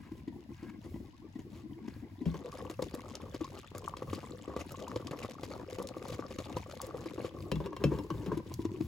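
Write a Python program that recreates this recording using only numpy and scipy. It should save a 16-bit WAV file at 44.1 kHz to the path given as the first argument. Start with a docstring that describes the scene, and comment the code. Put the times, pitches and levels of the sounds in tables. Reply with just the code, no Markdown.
"""Thick syrup boils around sliced vegetables in a pot, heard from close above: damped sines gulp and blip
as bubbles, coloured by the pot's air resonances, which sound hollow and muffled under the glass lid.
Random ruptures make crackle, spatter and fizzing swells; shaped noise makes snaps, hiss, rubs, rumble and air.
The lid is lifted, the boil is heard open, then the lid knocks and scrapes back on as decaying struck modes
and chattering noise, and is left ajar."""
import sys
import numpy as np
from scipy import signal
from scipy.fft import rfft, irfft, next_fast_len
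from scipy.io import wavfile
from scipy.ndimage import map_coordinates

SR = 44100
rng = np.random.default_rng(int(sys.argv[2]) if len(sys.argv) > 2 else 0)


def bounce(signal):
    """Save signal as a 16-bit WAV file at the path given by the first command-line argument."""
    frames = np.transpose(np.atleast_2d(signal))
    limited = np.clip(frames, -1, 1)
    pcm = np.round(limited * 32767).astype(np.int16)
    wavfile.write(sys.argv[1], SR, pcm)


N = 391166


def amp(db):
    """The decibel law: amplitude ratio of a level."""
    return 10 ** (np.asarray(db) / 20)


def unit(x):
    """Normalisation to an rms of 1."""
    return x / np.sqrt(np.mean(x ** 2) + 1e-20)


def peaked(x):
    """Normalisation to a peak of 1."""
    return x / (np.abs(x).max() + 1e-20)


def along(points, hz):
    """Interpolation of (Hz, value) points on a logarithmic frequency axis."""
    f, v = np.transpose(points)
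    return np.interp(np.log(hz + 1), np.log(f + 1), v)


def curves(rows):
    """Linear interpolation in time: one value per sample for each column after the seconds."""
    s, *cols = np.transpose(rows)
    return [np.interp(np.arange(N) / SR, s, c) for c in cols]


def wobble(rate):
    """Band-limited random motion: a smooth curve through rate random knots a second."""
    return map_coordinates(rng.standard_normal(int(N * rate / SR) + 4), [np.arange(N) * rate / SR])


def swell(s, half_length):
    """Gaussian envelope: a smooth rise and fall around s seconds."""
    return np.exp(-((np.arange(N) / SR - s) / half_length) ** 2 / 2)


def filtered(x, response):
    """Linear filtering: the spectrum of x times a complex response of frequency."""
    n = x.shape[-1]
    m = next_fast_len(n + SR // 10)
    return irfft(rfft(x, m) * response(np.fft.rfftfreq(m, 1 / SR)), m)[..., :n]


def coloured(x, spectrum):
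    """Spectral shaping of x by (Hz, dB) points."""
    return filtered(x, lambda hz: amp(along(spectrum, hz)))


def noise(side_db, size=N):
    """Partly coherent white stereo noise: a common part and an opposed one, side_db relative to it."""
    mid, side = rng.standard_normal((2, size))
    return np.array([mid + amp(side_db) * side, mid - amp(side_db) * side])


def add(track, s, x):
    """Superposition: mix x into the track at s seconds."""
    i = max(0, round(s * SR))
    track[:, i:i + x.shape[-1]] += x[:, :max(0, N - i)]


def cavity(x, modes):
    """Cavity resonance: x heard through band-pass modes of (Hz, width in Hz, dB), alternating in sign."""
    def response(f):
        total = 0
        for k, (centre, width, db) in enumerate(modes):
            damping = 1j * f * width
            total = total + amp(db) * (-1) ** k * damping / (centre * centre - f * f + damping)
        return total
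    return filtered(x, response)


def bubbles(start, hz, gain, cycles, rise, spread, length, size):
    """Bubble pulsation: damped sines swell in about `cycles` periods, pitch rising, each with its own place."""
    age = np.arange(size) / SR * np.reshape(hz, (-1, 1))  # in cycles
    life, pan, lead = rng.standard_normal((len(age), 3)).T[:, :, None]
    u = age / (cycles * np.exp(0.61 * life))
    fade = np.linspace(1, 0, size) ** .5
    envelope = np.reshape(gain, (-1, 1)) * u * np.exp(1 - u) * fade
    phase = 2 * np.pi * age * (1 + rise * u / (u + 2))
    at = (np.reshape(start, (-1, 1)) * SR).astype(int) + np.arange(size)
    ports = []
    for side in (1, -1):  # left, right
        heard = envelope * np.exp(side * spread * pan / 2) * np.sin(phase + side * spread * lead)
        ports.append(np.bincount(at.ravel(), heard.ravel(), length)[:length])
    return np.array(ports)


# Spectrum of rupturing films. 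Each row: frequency in Hz, relative level in dB.
SIZZLE = [(600, -16), (1500, 1.5), (2500, 4.5), (5000, 0), (7000, -2), (10000, -8), (13000, -8.5),
          (16000, -20)]
FLECK_S = .0008  # time constant of the decay of one tiny rupture


def crackle(density, side_db, pitched_db):
    """Random impulse trains: noise flecks and pitched droplets of uneven size, density of each a second."""
    size = len(density)

    def ruptures():
        size_db = 3.3 * np.minimum(rng.exponential(size=size), 3.6)
        return (rng.random(size) < density / SR) * amp(size_db)

    age = np.arange(SR // 100) / SR / FLECK_S
    envelopes = signal.fftconvolve(ruptures(), age ** .5 * np.exp(-age))[:size]
    flecks = coloured(envelopes * noise(side_db, size), SIZZLE)
    drops = ruptures()
    at = np.flatnonzero(drops)
    hz = 1500 * (12000 / 1500) ** rng.random(len(at))
    gain = drops[at] * hz ** .7 * amp(along(SIZZLE, hz))
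    droplets = bubbles(at / SR, hz, gain, cycles=1.3, rise=0.05, spread=0.3, length=size, size=260)
    return unit(unit(flecks) + amp(pitched_db) * unit(droplets))


# Air resonances of the pot with the lid shut, off and ajar.
# Each row: frequency in Hz, width in Hz, relative level in dB.
POT_SHUT = [(187, 59, -6), (278.6, 73.7, 0), (336, 36, 2), (794, 197, -19), (1034, 67, -9.5),
            (1945, 65, -18)]
POT_OPEN = [(139, 84, -4), (322, 90, 0.5), (509.4, 89.5, 1), (790, 230, -9.5), (1143, 110, -3),
            (2000, 93, -20.5)]
POT_AJAR = [(141, 113, -6), (325.4, 36, 10), (403, 150, -5.5), (1008, 61, -3)]
# Lid position. Each row: time in seconds, weight of shut (0 to 1), weight of ajar (0 to 1).
LID = [(2.26, 0.87, 1), (2.46, 0.13, 0), (7.15, 0.014, 0.027), (7.6, 0.02, 0.93), (8.4, 0.18, 0.86)]


def lid_states():
    """Modal weighting: the pot's resonances with their weight at each moment; open takes what is left of 1."""
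    shut, ajar = np.clip(curves(LID), 0, 1)
    return [(POT_SHUT, shut), (POT_AJAR, ajar), (POT_OPEN, np.clip(1 - shut - ajar, 0, 1))]


# Quiet air of the room. Each row: frequency in Hz, relative level in dB.
AIR = [(40, 12.5), (200, -9), (500, -10), (1300, -18), (2200, -48), (5000, -23), (10000, -68), (16000, -64)]


def room_air():
    """Stationary background noise: wide, steady noise shaped by a fixed spectrum."""
    return amp(-63.0) * unit(coloured(noise(side_db=10.0), AIR))


# Reverberation of the room. Each row: frequency in Hz, time to fall 60 dB in seconds.
KITCHEN = [(100, 0.067), (1000, 0.14), (5000, 0.16), (15000, 0.016)]


def kitchen(x):
    """Frequency-dependent reverberation: each band of the room's answer dies at its own speed."""
    hz, t, z = signal.stft(rng.standard_normal((2, SR // 2)), SR, nperseg=256)
    decay = amp(-60 * t / along(KITCHEN, hz)[:, None])
    tail = signal.istft(z * decay, SR, nperseg=256)[1]
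    return signal.fftconvolve(x, tail / np.linalg.norm(tail[0]), axes=1)[:, :N]


# Bass spectrum of the shaken pot. Each row: frequency in Hz, relative level in dB.
LOW = [(22, -30), (36, -8), (52, -3.5), (95, 3.5), (150, -3), (220, -12.5), (400, -38), (900, -43.5)]
# How hard the syrup churns. Each row: time in seconds, relative level in dB.
BOIL = [(0.0, -55), (0.94, -50), (1.16, -56), (2.67, -48), (3.58, -52.5), (4.91, -47), (7.39, -48.5),
        (7.81, -43), (8.42, -41.5), (8.87, -46)]


def rumble():
    """Structure-borne vibration: the boil shakes pot and stove top in uneven lumps, more when it churns."""
    lumps = amp(3.9 * wobble(14) + 0.5 * curves(BOIL)[0])
    return amp(-50.5) * unit(lumps * coloured(noise(side_db=-19), LOW))


# Soft rubs at the shut lid. Each row: middle in seconds, half length in seconds, level in dB.
RUBS = [(.033, 0.098, -65.5), (.64, 0.067, -62), (1.95, 0.093, -62)]
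# Resonances the rubs wake. Each row: frequency in Hz, width in Hz, relative level in dB.
RUBBED = [(1070, 380, -2), (1640, 84, 4), (2170, 350, -2.1)]


def rubs():
    """Friction excitation: soft grainy rubs wake resonances before the lid is lifted."""
    grainy = noise(side_db=-15) * amp(5 * wobble(110))
    strokes = sum(amp(db) * swell(s, length) for s, length, db in RUBS)
    return strokes * unit(cavity(grainy, RUBBED))


DETUNE = .04  # relative; the hand and the point of contact shift every mode from blow to blow


def ring(modes, t, attack, rough):
    """Modal synthesis: struck modes, new strengths each blow, shaken by contact; low ones swell slowest."""
    tone = 0
    for hz, db, t60 in modes:
        hz = hz * np.exp(DETUNE * rng.standard_normal())
        ratio = hz / modes[0][0]
        level = db + 2 * rng.standard_normal()
        shake = rough * np.cumsum(rng.standard_normal(len(t))) / np.sqrt(SR / 100)  # chattering contact
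        envelope = amp(level - 60 * t / t60) * (1 - np.exp(-t * ratio / attack))
        port_phase = rng.normal(0, 0.23, (2, 1))
        tone = tone + envelope * np.sin(2 * np.pi * (hz * t + rng.random()) + shake + port_phase)
    return peaked(tone)


# Modes of the pot's weight on the stove top, its hollow body, the struck rim and the glass lid.
# Each row: frequency in Hz, relative level in dB, time to fall 60 dB in seconds.
THUD = [(65.6, 0.5, 0.18), (152.9, -1.5, 0.23), (193, -0.5, .13), (268.6, -3.5, 0.12)]
CLANK = [(322.5, -0.5, 0.047), (405.3, 1.5, 0.063), (540, -4, 0.051)]
RIM = [(1047, 7, 0.049), (857, 4.5, 0.013), (1573, -8, 0.058)]
GLASS = [(2287, 2, 0.062), (2800, 0, 0.12), (3230, 6.5, 0.05), (4040, -1.5, 0.046), (5630, 1, 0.055),
         (10400, -17.5, 0.06)]
# The lid meets the rim.
# Each row: start in seconds, then relative level in dB of the thud, the clank, the rim and the clink.
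KNOCKS = [(2.255, -22.5, -29.5, -47, -44), (2.341, -36.5, -37, -42, -45),
          (7.515, -24.5, -21.5, -36.5, -29.5), (7.556, -28, -39, -44, -41), (7.601, -35, -26.5, -37.5, -51),
          (7.659, -51, -35, -45, -40.5), (7.728, -48, -36.5, -37.5, -52), (7.764, -54, -36, -36.5, -37.5),
          (7.838, -19.5, -17, -38, -25.5), (7.917, -33, -26, -35.5, -56), (7.986, -44, -34, -41, -41),
          (8.102, -32, -30, -29.5, -39.5), (8.261, -28.5, -31.5, -49, -40.5), (8.316, -30, -23, -29.5, -62)]
CLUNK_HZ, CLUNK_S = 396, 0.004  # the air pushed by the landing lid: pitch, seconds to its peak


def knocks():
    """Impact excitation: the lid's edge clinks on the rim, the pot clanks, its weight thuds on the stove."""
    out, t = np.zeros((2, N)), np.arange(SR // 2) / SR
    u = t / CLUNK_S
    crack_spectrum = [(600, 8), (2300, 8), (6000, 1), (15000, -9.5)]  # (Hz, dB)
    for s, thud_db, clank_db, rim_db, clink_db in KNOCKS:
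        burst = noise(side_db=-37, size=len(t)) * amp(-60 * t / 0.032)
        crack = peaked(coloured(burst, crack_spectrum))
        glass = ring(GLASS, t, attack=0.00039, rough=1.0)
        clunk = (u * np.exp(1 - u)) ** 4 * np.sin(2 * np.pi * (CLUNK_HZ * t + rng.random()))
        body = ring(CLANK, t, attack=0.005, rough=0.5)
        add(out, s + .001, amp(clink_db + 0.5) * crack + amp(clink_db - 3.5) * glass)
        add(out, s + 0.00112, amp(rim_db) * ring(RIM, t, attack=0.00085, rough=0.79))
        add(out, s + .001, amp(clank_db) * (clunk + amp(-1.5) * body))
        add(out, s + .004, amp(thud_db) * ring(THUD, t, attack=0.028, rough=0.43))
    return out * amp(0.65 * np.array([[1], [-1]]))  # a little stronger on the left


# The lid slides on the rim. Each row: middle in seconds, half length in seconds, level in dB.
SLIDES = [(2.362, 0.021, -45.5), (7.651, 0.027, -39), (7.829, 0.016, -36.5), (7.954, 0.037, -41.5),
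          (8.274, 0.11, -45)]


def drag():
    """Stick-slip friction: the sliding lid scrapes and chatters on the rim, shakes the body, rocks the pot."""
    catches = amp(6 * np.tanh(wobble(60))) * noise(side_db=-16)

    def shaken(modes):
        damped = [(hz, hz / 6, db) for hz, db, t60 in modes]  # the contact damps the modes
        return unit(cavity(catches, damped))

    rattle = shaken(CLANK) + amp(-8) * shaken(RIM) + amp(-4) * shaken(THUD)
    rattle = rattle + amp(-5) * unit(coloured(catches, LOW))
    return sum(amp(db) * swell(s, length) for s, length, db in SLIDES) * unit(rattle)


LULL_DB, LULL_S = -6, .008  # calm before a burst: depth, time scale in seconds
BUSY_DB, BUSY_S = 2.5, .007  # stir after it: height, time scale in seconds


def lull():
    """Amplitude modulation: the surface is still while a big bubble swells, busier just after its burst."""
    marks = np.bincount((np.array(BURSTS)[:, 0] * SR).astype(int), minlength=N)
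    lag = np.arange(-SR // 10, SR // 10 + 1) / SR
    calm_db = LULL_DB * np.exp(-((lag + 0.0091) / LULL_S) ** 2)
    stir_db = BUSY_DB * np.exp(-((lag - .025) / BUSY_S) ** 2)
    return amp(signal.fftconvolve(marks, calm_db + stir_db, mode="same"))


# Transmission of crackle through the shut lid. Each row: frequency in Hz, relative level in dB.
THROUGH_LID = [(1000, -22), (2800, -3.5), (6000, -6), (15000, -12)]


def sizzle():
    """Transmission loss: films crackle in flurries over a hiss of steam, and the lid dulls them."""
    shut, ajar = np.clip(curves(LID), 0, 1)
    covered = np.maximum(shut, 0.63 * ajar)
    flurry = amp(14 * np.tanh(wobble(22)))
    films = lull() * crackle(55 * flurry, side_db=-8, pitched_db=-1)
    hiss = coloured(noise(side_db=2.5), [(500, 4.5), (2000, 3.5), (5500, -5.0), (15000, -55)])
    heard = (1 - covered) * films + covered * amp(-11) * coloured(films, THROUGH_LID)
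    return amp(-61) * heard + amp(-66.5 - 4.8 * shut) * unit(hiss)


# Short fizzing swells: two soft swishes while the lid is shut, then spits from the open boil.
# Each row: middle in seconds, half length in seconds, relative level in dB.
FIZZES = [(0.853, .019, -64.5), (1.577, .036, -65), (4.608, 0.011, -48.5), (5.235, 0.0061, -48.5),
          (6.137, 0.013, -49.5), (6.844, 0.021, -55), (7.26, 0.016, -53.5)]


def fizzing_swells():
    """Enveloped noise: dense crackle and noise through the pot's air modes rise and fall together."""
    swells = sum(amp(db) * swell(s, length) for s, length, db in FIZZES)
    fizz = crackle(np.full(N, 1100), side_db=-8, pitched_db=0)
    pot_air = unit(cavity(noise(side_db=-15), POT_OPEN))
    return swells * (fizz + amp(5.0) * pot_air)


# Syrup films snapping. Each row: start in seconds, peak level in dB, centre frequency in Hz.
SNAPS = [(2.822, -34, 4300), (2.948, -33, 9050), (3.153, -30.5, 4540), (3.444, -36, 3900),
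         (3.589, -39.5, 6400), (3.781, -34.5, 7800), (3.884, -36.5, 7850), (4.1347, -47, 6430),
         (4.152, -43, 7300), (4.72, -34, 9000), (4.824, -39.5, 4130), (4.881, -38, 6440),
         (4.9597, -32.5, 3050), (5.0706, -32.5, 3840), (5.825, -36, 7100), (5.872, -33.5, 5530),
         (5.888, -33.5, 4470), (6.0834, -36.5, 6000), (6.386, -36.5, 3420), (6.816, -27.5, 7100),
         (6.867, -37, 9000), (8.54, -32.5, 7100)]


def snaps(size=3000):
    """Sudden release of tension: each film gives a sharp, broad crack around its own centre frequency."""
    out, t = np.zeros((2, N)), np.arange(size) / SR
    for s, db, centre_hz in SNAPS:
        decay = amp(-60 * t / .016) + amp(-25 - 60 * t / .06)
        tear = noise(side_db=-12, size=size) * decay
        crack = filtered(tear, lambda hz: amp(-7 * np.log2((hz + 1) / centre_hz) ** 2))
        add(out, s, amp(db) * peaked(crack))
    return out


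# Smaller bubbles at the surface. Each row: start in seconds, level in dB, pitch in Hz.
PLOPS = [(2.792, -40, 920), (2.825, -40, 860), (3.444, -36.5, 1000), (3.878, -25.5, 1040),
         (3.938, -30.5, 1000), (4.877, -36, 935), (4.916, -34, 1070), (5.147, -34.5, 637),
         (5.436, -31.5, 983), (6.054, -34, 880), (6.224, -33.5, 1080), (6.568, -31, 920),
         (6.802, -32, 1014)]


def plops():
    """Free bubble oscillation: bubbles at the surface ring briefly at their own rising pitch."""
    s, db, hz = np.transpose(PLOPS)
    return bubbles(s, hz, amp(db), cycles=0.9, rise=0.1, spread=0.16, length=N, size=900)


def clumped(clump_db, rate, count):
    """Inhomogeneous random process: times crowd together in flurries, with gaps between them."""
    density = np.cumsum(amp(clump_db * np.tanh(wobble(rate))))
    return np.searchsorted(density, rng.random(count) * density[-1]) / SR


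WAVER, WAVER_PER_S = .04, 22  # scale of the relative drift, and its random knots a second


def wavering(x):
    """Time-base modulation: the pitch of x drifts quickly up and down, as the surface heaves."""
    at = np.arange(N)
    drifted = at + WAVER * SR / WAVER_PER_S * wobble(WAVER_PER_S)
    return np.array([np.interp(drifted, at, side) for side in x])


def churn(count=4200):
    """Forced cavity resonance: a crowd of small, quickly damped, uneven bubbles sounds the pot's air."""
    hz = 180 * (2400 / 180) ** rng.random(count)
    size_db = 4.7 * np.minimum(rng.exponential(size=count), 2.2)
    start = clumped(clump_db=9, rate=46, count=count)
    gain = amp(size_db) * np.sqrt(hz)
    crowd = bubbles(start, hz, gain, cycles=0.48, rise=0.12, spread=0.16, length=N, size=700)
    states = lid_states()
    heard = wavering(sum(share * unit(cavity(crowd, modes)) for modes, share in states))
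    open_share = states[-1][1]
    tearing_skins = open_share * unit(coloured(crowd[0] * noise(side_db=-25), SIZZLE))
    return amp(curves(BOIL)[0] + 1.5) * lull() * (heard + amp(-23.5) * tearing_skins)


def spatter(swell_s, size):
    """Droplet shower: a torn skin throws ruptures that swell and die, some showers finer and brighter."""
    u = np.arange(size) / SR / swell_s
    shower = u ** .5 * np.exp(-u)
    spray = unit(crackle(1200 * shower + 100, side_db=-29, pitched_db=-3.5) * shower)
    fineness_db = 2 * rng.standard_normal()  # per octave
    return filtered(spray, lambda hz: amp(fineness_db * np.log2(np.maximum(hz, 1000) / 4500)))


# Big bubbles.
# Each row: start in seconds, relative level in dB, pitch in Hz, relative level of the spatter in dB.
BURSTS = [(0.116, -35, 318, -70), (0.276, -32.5, 325, -65), (0.626, -35.5, 275, -65),
          (0.941, -34, 307.6, -81), (0.959, -31, 281, -76), (1.354, -33.5, 267, -79),
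          (1.389, -32, 312, -63.5), (1.879, -31, 251, -64), (2.211, -32.5, 273, -79),
          (2.444, -38.5, 480, -72), (2.697, -31, 333, -51.5), (2.791, -27.5, 540, -77),
          (2.822, -26, 413, -48), (2.938, -29, 320, -53), (3.343, -29.5, 297, -54.5),
          (3.407, -27.5, 320, -57.5), (3.748, -31.5, 450, -56.5), (3.967, -35.5, 397, -52.5),
          (4.02, -29, 427, -60), (4.129, -28.5, 316, -51.5), (4.477, -30.5, 318, -65),
          (4.563, -25.5, 376, -53.5), (4.959, -22.5, 385, -54.5), (5.109, -28.5, 331, -52.5),
          (5.246, -25.5, 460, -57), (5.431, -31.5, 485, -49.5), (5.783, -29.5, 390, -53),
          (5.798, -28.5, 470, -74), (5.966, -33, 567, -61), (6.19, -28.5, 410, -58), (6.305, -34, 533, -58),
          (6.386, -27, 320, -52), (6.565, -24, 378, -51), (6.66, -39, 620, -68), (6.943, -31, 460, -83),
          (7.057, -33, 310, -56.5), (7.179, -29.5, 340, -80), (7.244, -26.5, 437, -57.5),
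          (8.371, -24.5, 322, -57), (8.591, -26.5, 333, -72), (8.65, -22, 304, -55.5),
          (8.806, -23.5, 301, -57)]
# up to a limit, a smaller, higher bubble sets off a stronger blip; the lid muffles it, less when ajar
BLIP_DB, BLIP_DB_PER_OCTAVE, USUAL_GULP_HZ = -11, 3, 353
BLIP_SHUT_DB, BLIP_AJAR_DB = -14, -10


def bursts(size=4400):
    """Bubble collapse into a cavity: each gulps into the pot's air, blips, spatters, and the syrup heaves."""
    out, states, (shut, ajar) = np.zeros((2, N)), lid_states(), curves(LID)
    t = np.arange(size) / SR
    for s, db, hz, spatter_db in BURSTS:
        i = int(s * SR)

        def pot(x):
            return peaked(sum(share[i] * peaked(cavity(x, modes)) for modes, share in states if share[i] > 0))

        blip_db = db + min(BLIP_DB + BLIP_DB_PER_OCTAVE * np.log2(hz / USUAL_GULP_HZ), 0)
        blip_db = blip_db + BLIP_SHUT_DB * shut[i] + BLIP_AJAR_DB * ajar[i]
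        blip_hz = 1020 * np.exp(rng.normal(0, 0.019))
        heave_hz = 105 * np.exp(rng.normal(0, 0.338))
        gulp = bubbles(0, hz, 1, cycles=0.38, rise=0.022, spread=0.14, length=size, size=1500)
        blip = bubbles(0, blip_hz, 1, cycles=0.69, rise=0.052, spread=0.16, length=size, size=700)
        sputter = noise(side_db=-21, size=size) * t * np.exp(-t / 0.0051)
        heave = bubbles(0, heave_hz, 0.82, cycles=1.0, rise=0, spread=0.043, length=size, size=size)
        add(out, s, amp(db + .5) * pot(gulp))
        add(out, s - .003, amp(db - 6.5) * pot(sputter))
        add(out, s, amp(db - 14.5) * heave)
        add(out, s + 0.00095, amp(blip_db) * pot(blip))
        add(out, s - .001, amp(spatter_db - 7.0) * spatter(swell_s=0.0099, size=size))
    return out


def scene():
    """Superposition of sources: the pot and its reverberation in the kitchen, over the room's quiet air."""
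    pot = knocks() + drag() + sizzle() + fizzing_swells() + snaps() + plops() + churn() + bursts()
    return room_air() + rumble() + rubs() + amp(-14) * kitchen(pot) + pot


# Level balance of the two microphone ports. Each row: frequency in Hz, left minus right in dB.
BALANCE_DB = [(100, 1), (250, 1.9), (500, 4.2), (800, 5), (1150, 1.8), (2000, 2), (4800, 5), (6500, .5),
              (15000, 0)]
# Phase between the ports. Each row: frequency in Hz, lead of the left in radians.
LEAD = [(60, 0), (300, .25), (550, .5), (900, -.1), (2200, .7), (5800, .6), (7300, -.1), (8800, -3),
        (9700, -3.8), (10700, -6.1), (11500, -6.5), (13100, -9.4), (14000, -10.2), (15200, -12.6)]
LOW_CUT_HZ, TOP_HZ = 36, 16100


def record(dry):
    """Two-port reception: ports differ in level and phase; deep bass and all above the band limit are cut."""
    half = np.array([[.5], [-.5]])  # left, right

    def response(hz):
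        ports = amp(half * along(BALANCE_DB, hz)) * np.exp(1j * half * along(LEAD, hz))
        low_cut = hz ** 3 / np.hypot(hz ** 3, LOW_CUT_HZ ** 3)
        return ports * low_cut * (hz < TOP_HZ)

    return filtered(dry, response)


dry = scene()
out = record(dry)
bounce(out)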